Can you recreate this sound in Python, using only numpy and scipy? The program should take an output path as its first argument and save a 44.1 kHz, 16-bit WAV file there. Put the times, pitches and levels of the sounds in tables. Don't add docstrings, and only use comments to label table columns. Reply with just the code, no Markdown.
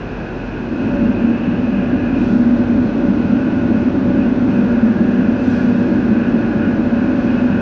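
import sys
import numpy as np
from scipy import signal
from scipy.fft import rfft, irfft, next_fast_len
from scipy.io import wavfile
from scipy.ndimage import uniform_filter1d

SR = 44100
rng = np.random.default_rng(int(sys.argv[2]) if len(sys.argv) > 2 else 0)


def log_audio(samples):
    frames = np.atleast_2d(samples).T
    limited = np.clip(frames, -1, 1)
    pcm = np.round(limited * 32767).astype(np.int16)
    wavfile.write(sys.argv[1], SR, pcm)


def field_ratio(decibels):
    return 10 ** (np.asarray(decibels, dtype=float) / 20)


N = 335597
TIME_S = np.arange(N) / SR
CLOSE_UP_S, CHANGE_TAKES_S = .78, .12

# time in seconds, level in dB, lean toward the lower side mode in dB.
FLAME_STRENGTH = [(0, -29, 8.5), (.4, -31, 1), (.68, -22.5, -3), (.85, -16.5, -1.5), (1.3, -15.5, -2),
                  (1.75, -16.5, 0), (2.3, -14.5, -2.5), (2.8, -15, -3), (3.3, -16, -2), (3.6, -15, -1),
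                  (4.1, -14, -1), (4.6, -14.5, 2.5), (5.1, -14.5, -1), (5.6, -14.5, 2.5), (6.15, -13, -2),
                  (6.7, -17, -3.5), (7.2, -13.5, -1.5), (7.61, -17, 5)]
# start in seconds, length in seconds, level in dB, pitch in Hz.
MAIN_SURGES = [(0.838, 0.032, -11.5, 250.8), (1.002, 0.12, -12, 239.6), (1.234, 0.083, -11, 235.6),
               (1.655, 0.05, -14.5, 238.1), (1.912, 0.062, -14, 250.4), (2.222, 0.043, -9, 238.5),
               (2.298, 0.33, -12.5, 235.8), (2.679, 0.179, -13.5, 243.1), (3.028, 0.079, -12.5, 241.0),
               (3.321, 0.065, -12.5, 248.0), (3.693, 0.094, -11, 242.8), (3.875, 0.036, -10.5, 252.3),
               (4.123, 0.21, -14.5, 246.8), (4.423, 0.04, -14, 234.9), (4.557, 0.073, -14.5, 246.1),
               (4.747, 0.18, -11, 234.4), (5.159, 0.15, -13, 236.0), (5.474, 0.033, -11, 246.1),
               (5.6, 0.126, -14, 239.1), (5.786, 0.05, -9.5, 241.2), (6.105, 0.118, -15, 219.8),
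               (6.311, 0.066, -13.5, 233.1), (6.663, 0.03, -11.5, 227.5), (6.799, 0.181, -13, 240.6),
               (7.328, 0.032, -10.5, 244.0), (7.421, 0.054, -11, 248.8)]
# pitch in Hz, width in Hz.
SIDE_MODES = [(198, 29.5), (295, 67)]
# start in seconds, length in seconds, level in dB.
LOWER_FLARES = [(1.2, 0.032, -20), (1.448, 0.11, -15), (1.727, 0.096, -15), (2.449, 0.032, -27),
                (2.83, 0.064, -18.5), (3.073, 0.057, -13), (3.245, 0.11, -16), (4.068, 0.15, -16),
                (4.525, 0.14, -16), (4.832, 0.46, -17), (5.307, 0.082, -24), (5.887, 0.63, -21.5),
                (6.525, 0.042, -17.5), (7.52, 0.03, -15)]
# start in seconds, length in seconds, level in dB.
UPPER_FLARES = [
    (2.212, 0.046, -17),
    (2.938, 0.04, -12.5),
    (3.108, 0.04, -20),
    (3.68, 0.036, -13.5),
    (3.995, 0.173, -19),
    (4.447, 0.042, -14),
    (6.46, 0.03, -17),
]
# time in seconds, change in dB.
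FLAME_LULLS = [(1.13, -6), (1.36, -1), (1.56, -7), (1.85, -5), (2.73, -1), (3.28, -5), (3.73, -4),
               (3.92, -4), (4.35, -5), (4.52, 1), (4.81, -10), (4.935, -13), (5.37, -5), (5.69, 0.5),
               (6.51, -3), (6.8, 2), (6.85, -7), (6.91, -7), (7.22, -8.5), (7.48, -4)]
# frequency in Hz, density in dB per Hz.
RUSH_COLOUR = [(60, -7.5), (110, -1.5), (350, -5), (430, -6), (600, -11), (750, -13), (1200, -19.5),
               (2100, -26.5), (3200, -35.5), (5000, -51), (8000, -76.5)]
# time in seconds, flow in dB, centre of the low pair in Hz, high whistle share in dB.
JET_FLOW = [(0, -40, 1545, -3.5), (.7, -41, 1535, -5.5), (.8, -37, 1510, -5), (1.3, -38, 1551, -2.5),
            (1.75, -38, 1565, -3.5), (1.95, -34.5, 1586, -6), (2.22, -37, 1500, -2),
            (2.38, -37, 1500, -10.5), (2.95, -40, 1483, -6), (3.45, -36, 1476, -7.5),
            (3.95, -39.5, 1510, -7.5), (4.42, -39.5, 1490, -7.5), (4.75, -34.5, 1520, -10.5),
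            (5.0, -36, 1575, -10), (5.4, -35.5, 1530, -7.5), (6.0, -35, 1533, -9.5),
            (6.9, -36.5, 1525, -8.5), (7.61, -32.5, 1519, -8.5)]
# pitch in Hz, width in Hz.
LOW_WHISTLES = [(1480, 170), (1650, 170)]
# time in seconds, lift in dB.
GAS_PUFFS = [(.25, 0.5), (.57, 3), (2.58, 1.5), (3.56, 0), (3.79, 4), (4.22, 5), (4.56, 3.5), (5.22, 1.5),
             (5.6, 3.5), (6.25, 5), (6.45, 1.5), (6.65, 6.5), (7.03, 2), (7.18, -1.5), (7.33, 0)]
# time in seconds, change in dB.
HIGH_WHISTLE_SWELLS = [
    (.45, 2),
    (1.45, 1.5),
    (1.8, 1.5),
    (4.27, 2.5),
    (4.58, 3),
    (5.25, -0.5),
    (5.6, -2),
    (6.3, 1),
    (6.65, -1.5),
    (7.32, 3.5),
]
# time in seconds, half length in seconds, lift in dB.
OVERTONE_LIFTS = [
    (2.2, .08, 5),
    (2.6, .06, 5),
    (2.88, .05, 9.6),
    (3.2, .15, 5.4),
]
# pitch in Hz, width in Hz, level in dB.
RING_TONES = [(370.3, 5, -4), (470.5, 5, -1), (571.5, 4.3, 1.15), (573.5, 70, 0)]
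# level in dB, change from afar in dB, sings from and to in seconds, lift in dB.
RING_SONG = [(-37, -1.5, 3.72, 6.5, 8), (-41, -6.5, 5.2, 6.5, 6), (-38, -15, 2.3, 10, 3),
             (-38, -8, 3.3, 6.6, 1.5)]
# time in seconds, change in dB.
RING_SWELLS = [
    [(.68, 12), (2.8, -3.5), (3.82, 4.5), (5.2, -0.5), (5.7, 0.5), (7.3, 6)],
    [(3.1, 0), (3.75, 6.5), (4.62, 9), (5.1, 6)],
    [(.95, 9), (3.25, -5), (4.2, 0), (6.1, -5)],
    [(3.7, 2.5)],
]
# frequency in Hz, density in dB per Hz.
STEAM_COLOUR = [(2700, -9.5), (3300, -2), (4200, -5), (6000, -9), (6900, -17), (7500, -28.5)]
# frequency in Hz, density in dB per Hz.
STEAM_TOP_COLOUR = [(6800, -6.5), (7300, -4.5), (8000, -9), (9000, -13.5), (10000, -30)]
# peak in seconds, lift in dB, fade in seconds.
BROTH_BURSTS = [
    (.8, 1.5, 0.35),
    (2.22, 3.5, .12),
    (2.31, 2.5, 0.21),
    (4.55, 1, .3),
    (5.46, 4.5, .2),
    (5.56, 3.5, 0.63),
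    (7.22, 2.5, .4),
]
# pitch in Hz, level in dB.
MOTOR_ORDERS = [(47, 2), (101, -9.5), (150, -16)]
# time in seconds, change in dB.
MOTOR_BEATS = [
    (.45, 5),
    (.8, -6),
    (1.35, -7),
    (2.1, 0),
    (4.3, 6),
    (4.75, 4),
    (5.25, 2),
    (5.75, -8.5),
    (6.0, 9),
    (6.8, 2.5),
]
# frequency in Hz, density in dB per Hz.
RUMBLE_COLOUR = [(12, -45.5), (20, -15), (38, -10), (70, -6), (102, 9.5), (129, 0.5), (170, -7),
                 (220, -35.5), (370, -120)]
# time in seconds, change in dB.
RUMBLE_HEAVES = [(.82, 2), (1.3, -11), (1.75, -4), (2.6, 7), (2.8, 7), (3.2, 3), (3.78, 9), (4.1, 5),
                 (4.35, -17), (5.45, 4), (7.45, 1.5)]
# pitch in Hz, rms level in dB.
WHINE_TONES = [(11526, -108), (11854, -108), (12333, -96.5), (12672, -108), (14460, -108), (15429, -102),
               (15730, -96.5)]
# frequency in Hz, density in dB per Hz.
SELF_NOISE_COLOUR = [(7000, 4), (9300, 5), (10400, -7.5), (11400, -0.5), (12500, 0), (13500, -7.5),
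                     (14500, 2.5), (15000, -7), (15700, 4)]


def flame():
    flame_db, lean_db = in_time(FLAME_STRENGTH)
    surge_hz = in_time([(s + length / 2, hz) for s, length, _, hz in MAIN_SURGES])[0]
    surge_hz = surge_hz + 4 * drift(6.18)
    core_hz = 241 + .7 * (surge_hz - 241)
    core = surging(flame_db - 3, MAIN_SURGES) * steadied(hoarse_tone(core_hz, 29), 0.092, .8)
    sides = 0
    for (hz, width_hz), way, flares in zip(SIDE_MODES, (1, -1), (LOWER_FLARES, UPPER_FLARES)):
        calm_db = flame_db - 7 + way * lean_db + 1.5 * drift(5)
        tone = steadied(hoarse_tone(hz, width_hz), 0.13, 0.85)
        sides = sides + field_ratio(-2.5) * surging(calm_db, flares) * tone
    flutter_db = 0.74 * drift(15) + swells(FLAME_LULLS, .025)
    return (core + sides) * field_ratio(flutter_db)


def gas_rush():
    rush_db = -25 - 2 * afar() + 0.19 * TIME_S
    return field_ratio(rush_db) * evened(coloured(RUSH_COLOUR), 0.03, 0.3)


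def jets():
    flow_db, centre_hz, share_db = in_time(JET_FLOW)
    flow_db = flow_db - 0.5 + swells(GAS_PUFFS, 0.097)
    lower_hz, upper_hz = LOW_WHISTLES[0][0], LOW_WHISTLES[1][0]
    upper = np.clip((centre_hz - lower_hz) / (upper_hz - lower_hz) + 0.075, .03, .97)
    low_db = flow_db + 10 * np.log10([1 - upper, upper])
    low = 0
    for db, (hz, width_hz), strand_db in zip(low_db, LOW_WHISTLES, (-6, -7.5)):
        low = low + field_ratio(db - 0.8) * steadied(hoarse_tone(hz, width_hz), 0.0097, 0.25)
        low = low + field_ratio(db + strand_db) * hoarse_tone(hz + 30 * drift(1.5), 45)

    high_db = flow_db + share_db + swells(HIGH_WHISTLE_SWELLS, .14) - 1
    high_hz = 2540 + 20 * drift(3)
    high = steadied(hoarse_tone(high_hz, 222), 0.022, 0.37)
    high = high + field_ratio(-6.5) * hoarse_tone(high_hz + 25 * drift(1.5), 49)
    high = high + field_ratio(-6.5) * hoarse_tone(2800, 300)

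    overtone_db = -63.5 + sum(db * bump(s, width, width) for s, width, db in OVERTONE_LIFTS)
    return low + field_ratio(high_db) * high + field_ratio(overtone_db) * hoarse_tone(4130, 510)


def burner_ring():
    ring = 0
    for song, flares, (hz, width_hz, mode_db) in zip(RING_SONG, RING_SWELLS, RING_TONES):
        db, far_db, start_s, end_s, lift_db = song
        level_db = db + mode_db + far_db * afar() + lift_db * (step(start_s, 0.083) - step(end_s, .2))
        level_db = level_db + 1.4 * drift(2.5) + swells(flares, .15)
        ring = ring + field_ratio(level_db) * steadied(hoarse_tone(hz + 0.36 * drift(1.04), width_hz), 0.05, 1.0)
    return ring


def steam():
    swell_db = 1.5 * step(2.18, .05)
    swell_db = swell_db + sum(db * bump(s, .1, fade) for s, db, fade in BROTH_BURSTS)
    body = field_ratio(-54.5 + swell_db) * steadied(coloured(STEAM_COLOUR), 0.018, 0.95)
    return body + field_ratio(-81.5 + 2 * swell_db) * steadied(coloured(STEAM_TOP_COLOUR), .02, .8)


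def fan():
    hum_db = -37 - 4 * step(3.05, .1) + 2 * drift(2.5) + swells(MOTOR_BEATS, 0.16)
    rumble_db = -33 - 15 * afar() + drift(4) + swells(RUMBLE_HEAVES, 0.11)
    hum = sum(field_ratio(db) * steadied(hoarse_tone(hz, 6.8), 0.098, 0.92) for hz, db in MOTOR_ORDERS)
    return field_ratio(hum_db) * hum + field_ratio(rumble_db) * steadied(coloured(RUMBLE_COLOUR), 0.14, 1.0)


def electronics():
    whine = sum(field_ratio(db + 2.5) * hoarse_tone(hz, 45) for hz, db in WHINE_TONES)
    return field_ratio(-6 * afar()) * (whine + field_ratio(-93.5) * coloured(SELF_NOISE_COLOUR))


def hoarse_tone(hz, width_hz):
    phase = 2 * np.pi * np.cumsum(hz * np.ones(N)) / SR
    low_pass = signal.butter(2, width_hz / 2, fs=SR, output="sos")
    a, b = signal.sosfilt(low_pass, rng.standard_normal((2, N)))
    return rms_one(a * np.cos(phase) + b * np.sin(phase))


def coloured(spectrum):
    size = next_fast_len(N)
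    hz = np.maximum(np.arange(size // 2 + 1) * SR / size, 1)
    points = np.array(spectrum)
    gain_db = np.interp(np.log(hz), np.log(points[:, 0]), points[:, 1], left=-120, right=-120)
    return rms_one(irfft(rfft(rng.standard_normal(size)) * field_ratio(gain_db), size)[:N])


def steadied(x, over_s, share):
    size = max(int(over_s * SR / 2), 1)
    power = uniform_filter1d(uniform_filter1d(x ** 2, size), size)
    return rms_one(x / (power + 1e-4 * power.mean()) ** (np.clip(share, 0, 1) / 2))


def evened(x, over_s, share):
    size = next_fast_len(N)
    thirds = 3 * np.log2(np.maximum(np.arange(size // 2 + 1) * SR / size, 1))
    spectrum, out = rfft(x, size), 0
    for centre in range(17, 40):
        band = irfft(spectrum * np.clip(1 - abs(thirds - centre), 0, 1), size)[:N]
        band_rms = np.sqrt(np.mean(band ** 2))
        out = out + band_rms * steadied(band, over_s + 2.7 / 2 ** (centre / 3), share)
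    return rms_one(out)


def surging(calm_db, surges):
    edge = 0.025
    shapes = []
    for s, length, db, *_ in surges:
        corners = np.cumsum([s - edge / 2, edge, max(length - edge, 0), edge])
        shapes.append((corners, field_ratio(db) * np.array([0, 1, 1, 0])))
    return np.maximum(summed(shapes), field_ratio(calm_db))


def swells(rows, width_s):
    return summed(([s - width_s, s, s + width_s], [0, db, 0]) for s, db in rows)


def summed(shapes):
    t = np.arange(0, N / SR + .002, .001)
    return np.interp(TIME_S, t, sum(np.interp(t, corners, heights) for corners, heights in shapes))


def step(at_s, takes_s):
    return np.interp(TIME_S, [at_s - takes_s / 2, at_s + takes_s / 2], [0, 1])


def bump(at_s, rise_s, fade_s):
    return np.interp(TIME_S, [at_s - rise_s, at_s, at_s + fade_s], [0, 1, 0])


def afar():
    return 1 - step(CLOSE_UP_S, CHANGE_TAKES_S)


def drift(rate):
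    r = np.exp(-80 * np.pi * rate / SR)
    slow = signal.lfilter([1], [1, -2 * r, r * r], rng.standard_normal(N // 40 + 2002))[2000:]
    return np.interp(np.arange(N) / 40, np.arange(len(slow)), rms_one(slow))


def in_time(rows):
    s, *columns = np.transpose(rows)
    return [np.interp(TIME_S, s, c) for c in columns]


def rms_one(x):
    return x / np.sqrt(np.mean(x ** 2) + 1e-20)


def scene():
    return (flame() + gas_rush() + jets() + burner_ring() + steam() + fan())[None]


def band_limit(x):
    return signal.sosfilt(signal.butter(12, 15780, fs=SR, output="sos"), x)


def record(dry):
    rounded = 1.536 * np.tanh(dry / 1.463)
    dull = signal.sosfilt(signal.butter(4, 8500, fs=SR, output="sos"), rounded)
    return band_limit(dull + electronics())


dry = scene()
out = record(dry)
log_audio(out)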